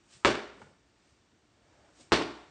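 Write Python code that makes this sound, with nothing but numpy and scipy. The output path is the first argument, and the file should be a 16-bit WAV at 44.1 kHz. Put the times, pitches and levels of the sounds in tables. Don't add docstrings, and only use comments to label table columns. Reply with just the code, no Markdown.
import sys
import numpy as np
from scipy import signal
from scipy.fft import rfft, irfft
from scipy.io import wavfile
from scipy.ndimage import uniform_filter1d

SR = 44100
rng = np.random.default_rng(int(sys.argv[2]) if len(sys.argv) > 2 else 0)


def wrap_up_sound(samples):
    columns = np.atleast_2d(samples).T
    tamed = np.clip(columns, -1, 1)
    steps = np.round(tamed * 32767).astype(np.int16)
    wavfile.write(sys.argv[1], SR, steps)


def voltage_ratio(decibels):
    exponent = np.asarray(decibels, float) / 20
    return 10 ** exponent


N = 110250
T = np.arange(N) / SR
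BUILD_S = 0.0018


def level(x, db):
    return x * voltage_ratio(db) / np.sqrt(np.mean(x ** 2))


def read(table, hz):
    table = np.array(table, float)
    return np.interp(np.log(hz), np.log(table[:, 0]), table[:, 1])


def bands(size):
    f = np.fft.rfftfreq(size, 1 / SR) + 1
    spectrum = rfft(rng.standard_normal(size))
    for hz in 25 * 2 ** (np.arange(27) / 3):
        thirds_away = np.clip(3 * np.log2(f / hz), -1, 1)
        yield hz, irfft(spectrum * np.cos(thirds_away * np.pi / 2), size)


def walk(rate):
    k = int(SR / rate)
    steps = np.repeat(rng.standard_normal(N // k + 1), k)
    return 1.3 * uniform_filter1d(uniform_filter1d(steps, k), k)[:N]


def band(x, hz, q):
    return signal.lfilter(*signal.iirpeak(min(hz, .4 * SR), q, fs=SR), x)


def add(out, x, at_s):
    i = int(at_s * SR)
    out[i:i + len(x)] += x[:N - i]


def hum():
    # frequency in Hz, level in dB per Hz.
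    colour = [(15, -54), (25, -25), (60, 1), (272, -6), (300, 0), (493, -11.5), (532, -9.5), (7230, -21.5),
              (9500, -27.5), (12400, -53.5), (20900, -120)]
    # time in seconds, gain in dB.
    swell_points = [(0, 3.5), (.8, 2), (1.1, 3), (1.4, 1.5), (1.8, 4.5), (2.5, 6)]
    swell_db = np.interp(T, *np.array(swell_points, float).T)
    floor = sum(x * voltage_ratio(read(colour, hz) + 0.5 * walk(7.84)) for hz, x in bands(size=N))
    return level(floor, -70.5) * voltage_ratio(swell_db)


def swishes():
    peaks_s = [.14, .62, 2.01, 1.08, 2.37]
    # level in dB, rise in seconds, fall in seconds, centre in Hz.
    rubs = [
        (-52.5, .035, .04, 9300),
        (-66.5, 0.052, 0.057, 4000),
        (-55.5, 0.031, 0.028, 5200),
        (-73.5, 0.13, 0.11, 2900),
        (-69.5, 0.081, .07, 2900),
    ]
    out = np.zeros(N)
    for s, (db, rise, fall, hz) in zip(peaks_s, rubs):
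        distance = np.where(T < s, (s - T) / rise, (T - s) / fall)
        shape = np.exp(-distance ** 0.92)
        grain = voltage_ratio(1.1 * walk(150))
        hiss = band(rng.standard_normal(N), hz, 0.48) * grain
        out += shape * level(hiss, db)
    return out


def thuds():
    # peak time in seconds, level in dB, centre in Hz, length in seconds.
    touches = [(0.154, -63, 110, .01), (0.241, -60, 1000, 0.015), (.585, -60, 230, .02),
               (.608, -58, 500, .006), (0.619, -47, 890, .003), (.632, -58.5, 120, 0.018),
               (0.672, -59, 400, .008), (.708, -64, 400, 0.0068), (2.002, -56.5, 330, 0.0083),
               (2.114, -53.5, 997, 0.003), (2.206, -34, 900, .008), (2.38, -55.5, 720, 0.024),
               (1.33, -66, 200, 0.0069)]
    out = np.zeros(N)
    for s, db, hz, length in touches:
        t = T[:SR // 10] / length
        noise = rng.standard_normal(len(t))
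        dull = level(band(band(noise, hz, 1.0), hz, 1.0), 0)
        add(out, voltage_ratio(db) * t * np.exp(1 - t) * dull, s - length)
    return out


def tail(colour):
    # frequency in Hz, time to fall 60 dB in seconds.
    decay = [(50, .6), (150, .55), (400, 0.69), (1200, 0.67), (3500, 0.65), (9000, 0.48)]
    early_db, early_t60_s, grain_db = 5.5, .25, 1.14
    t = T[:SR]
    early = voltage_ratio(early_db - 60 * t / early_t60_s)
    out = 0
    for hz, x in bands(size=SR):
        late = voltage_ratio(-60 * t / read(decay, hz))
        out = out + x * voltage_ratio(read(colour, hz)) * (late + early)
    out = out * (1 - np.exp(-t / BUILD_S)) * voltage_ratio(grain_db * walk(300)[:SR])
    return out / np.sqrt(np.mean(out[:SR // 20] ** 2))


def slap(at_s, end_hz, length_s):
    crack_hz, flatten_s = 4000, .00035
    t = np.maximum(T - at_s, 0)
    fallen = 1 - np.exp(-t / flatten_s)
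    turns = end_hz * t + (crack_hz - end_hz) * flatten_s * fallen
    return -np.sin(2 * np.pi * turns) * np.exp(-t / length_s) * (1 - np.exp(-t / .0001))


def rings(at_s, column, gain_db):
    # frequency in Hz, 60 dB decay in seconds, level in dB in first slam, in dB in second slam.
    modes = [(60.6, 0.53, -39, -38), (120, 0.39, -35.5, -33), (166.7, .35, -36.5, -35.5),
             (223, 0.48, -34.5, -36.5), (256, 0.36, -30, -33.5), (293.5, 0.49, -36, -30),
             (320.7, .45, -33.5, -31.5), (351.8, 0.44, -27, -27.5), (399.4, 0.58, -28.5, -34.5),
             (416.7, 0.46, -28.5, -32.5), (448, 0.3, -31, -27.5), (579.3, 0.33, -30, -36.5),
             (620.3, 0.5, -32, -37), (780, .4, -32.5, -43)]
    longest_t60_s = .55
    pair_share, pair_gap = .55, .04
    t = np.maximum(T - at_s, 0)
    out = 0
    for row, turn in zip(modes, rng.random(len(modes))):
        hz = row[0]
        fade_db = -60 * t / min(row[1], longest_t60_s)
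        beat = 1 + pair_share * np.cos(2 * np.pi * (pair_gap * hz * t + 7 * turn))
        tone = np.sin(2 * np.pi * (hz * t + turn))
        out = out + voltage_ratio(row[column] + gain_db(hz) + fade_db) * tone * beat
    return out * (1 - np.exp(-t / BUILD_S))


def body(at_s, modes):
    rise_s = 0.0088
    t = np.maximum(T - at_s, 0)
    ring = sum(voltage_ratio(db - 60 * t / t60) * np.sin(2 * np.pi * hz * t) for hz, db, t60 in modes)
    return (1 - np.exp(-t / rise_s)) * ring


def slams():
    # start in seconds, slap level in dB, end pitch in Hz, slap length in seconds.
    blows = [
        (.24833, -4, 950, .0013),
        (2.12022, -7.5, 300, .0018),
    ]
    # delay in seconds, level in dB.
    walls = [
        [(.0058, -13), (.0085, -11), (.0095, -9), (.0125, -13)],
        [(.0056, -6), (.0083, -8), (.0101, -10), (.0118, -7)],
    ]
    # frequency in Hz, level in dB, 60 dB decay in seconds.
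    bodies = [
        [(379.6, -15.5, 0.083), (604, -20, 0.12), (1302, -22, 0.06)],
        [(400, -19, 0.11), (296, -25.5, .08), (1089, -24.5, 0.086)],
    ]
    # frequency in Hz, level in dB per Hz.
    colours = [
        [(30, -21.5), (150, -12), (500, -5.5), (800, -8), (1400, -6.5), (4000, -16.5), (7500, -26.5),
         (9500, -35.5)],
        [(30, -30.5), (150, -8), (500, -9), (1100, -6), (1700, -9.5), (4500, -13.5), (7500, -29.5), (9500, -28)],
    ]
    tails_db = [-24, -24.5]
    bounce_s, bounce_db, bounce_hz = 2.203, -7, 310
    out = np.zeros(N)
    for k, (s, db, hz, length) in enumerate(blows):
        out += voltage_ratio(db) * slap(s, hz, length)
        for lag, wall_db in walls[k]:
            out += voltage_ratio(db + wall_db) * slap(s + lag, hz, length)
        out += rings(s, 2 + k, lambda f: 0)
        out += body(s, bodies[k])
        add(out, voltage_ratio(tails_db[k]) * tail(colours[k]), s)
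    return out + rings(bounce_s, column=3, gain_db=lambda f: bounce_db - 14 * abs(np.log2(f / bounce_hz)))


def traffic():
    # level in dB, half length in seconds, centre in Hz, sharpness (Q).
    layers = [
        (-67.5, 0.2, 625, 3),
        (-74, 0.23, 1560, 2.6),
    ]
    passing_s = 1.82
    out = np.zeros(N)
    for db, half, hz, q in layers:
        swell = np.exp(-((T - passing_s) / half) ** 2)
        out += swell * level(band(rng.standard_normal(N), hz, q), db)
    return out


def scene():
    small = thuds() + swishes()
    room = tail([(50, -0.5), (9000, -0.5)])
    wet = signal.fftconvolve(small, room / np.sqrt(np.sum(room ** 2)))[:N]
    return (hum() + small + voltage_ratio(-8) * wet + slams() + traffic())[None]


def low_pass(x):
    return signal.sosfilt(signal.butter(12, 10290, fs=SR, output="sos"), x)


def record(dry):
    top_cut = signal.cheby2(10, 18, 9200, fs=SR, output="sos")
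    return low_pass(signal.sosfiltfilt(top_cut, dry))


dry = scene()
out = record(dry)
wrap_up_sound(out)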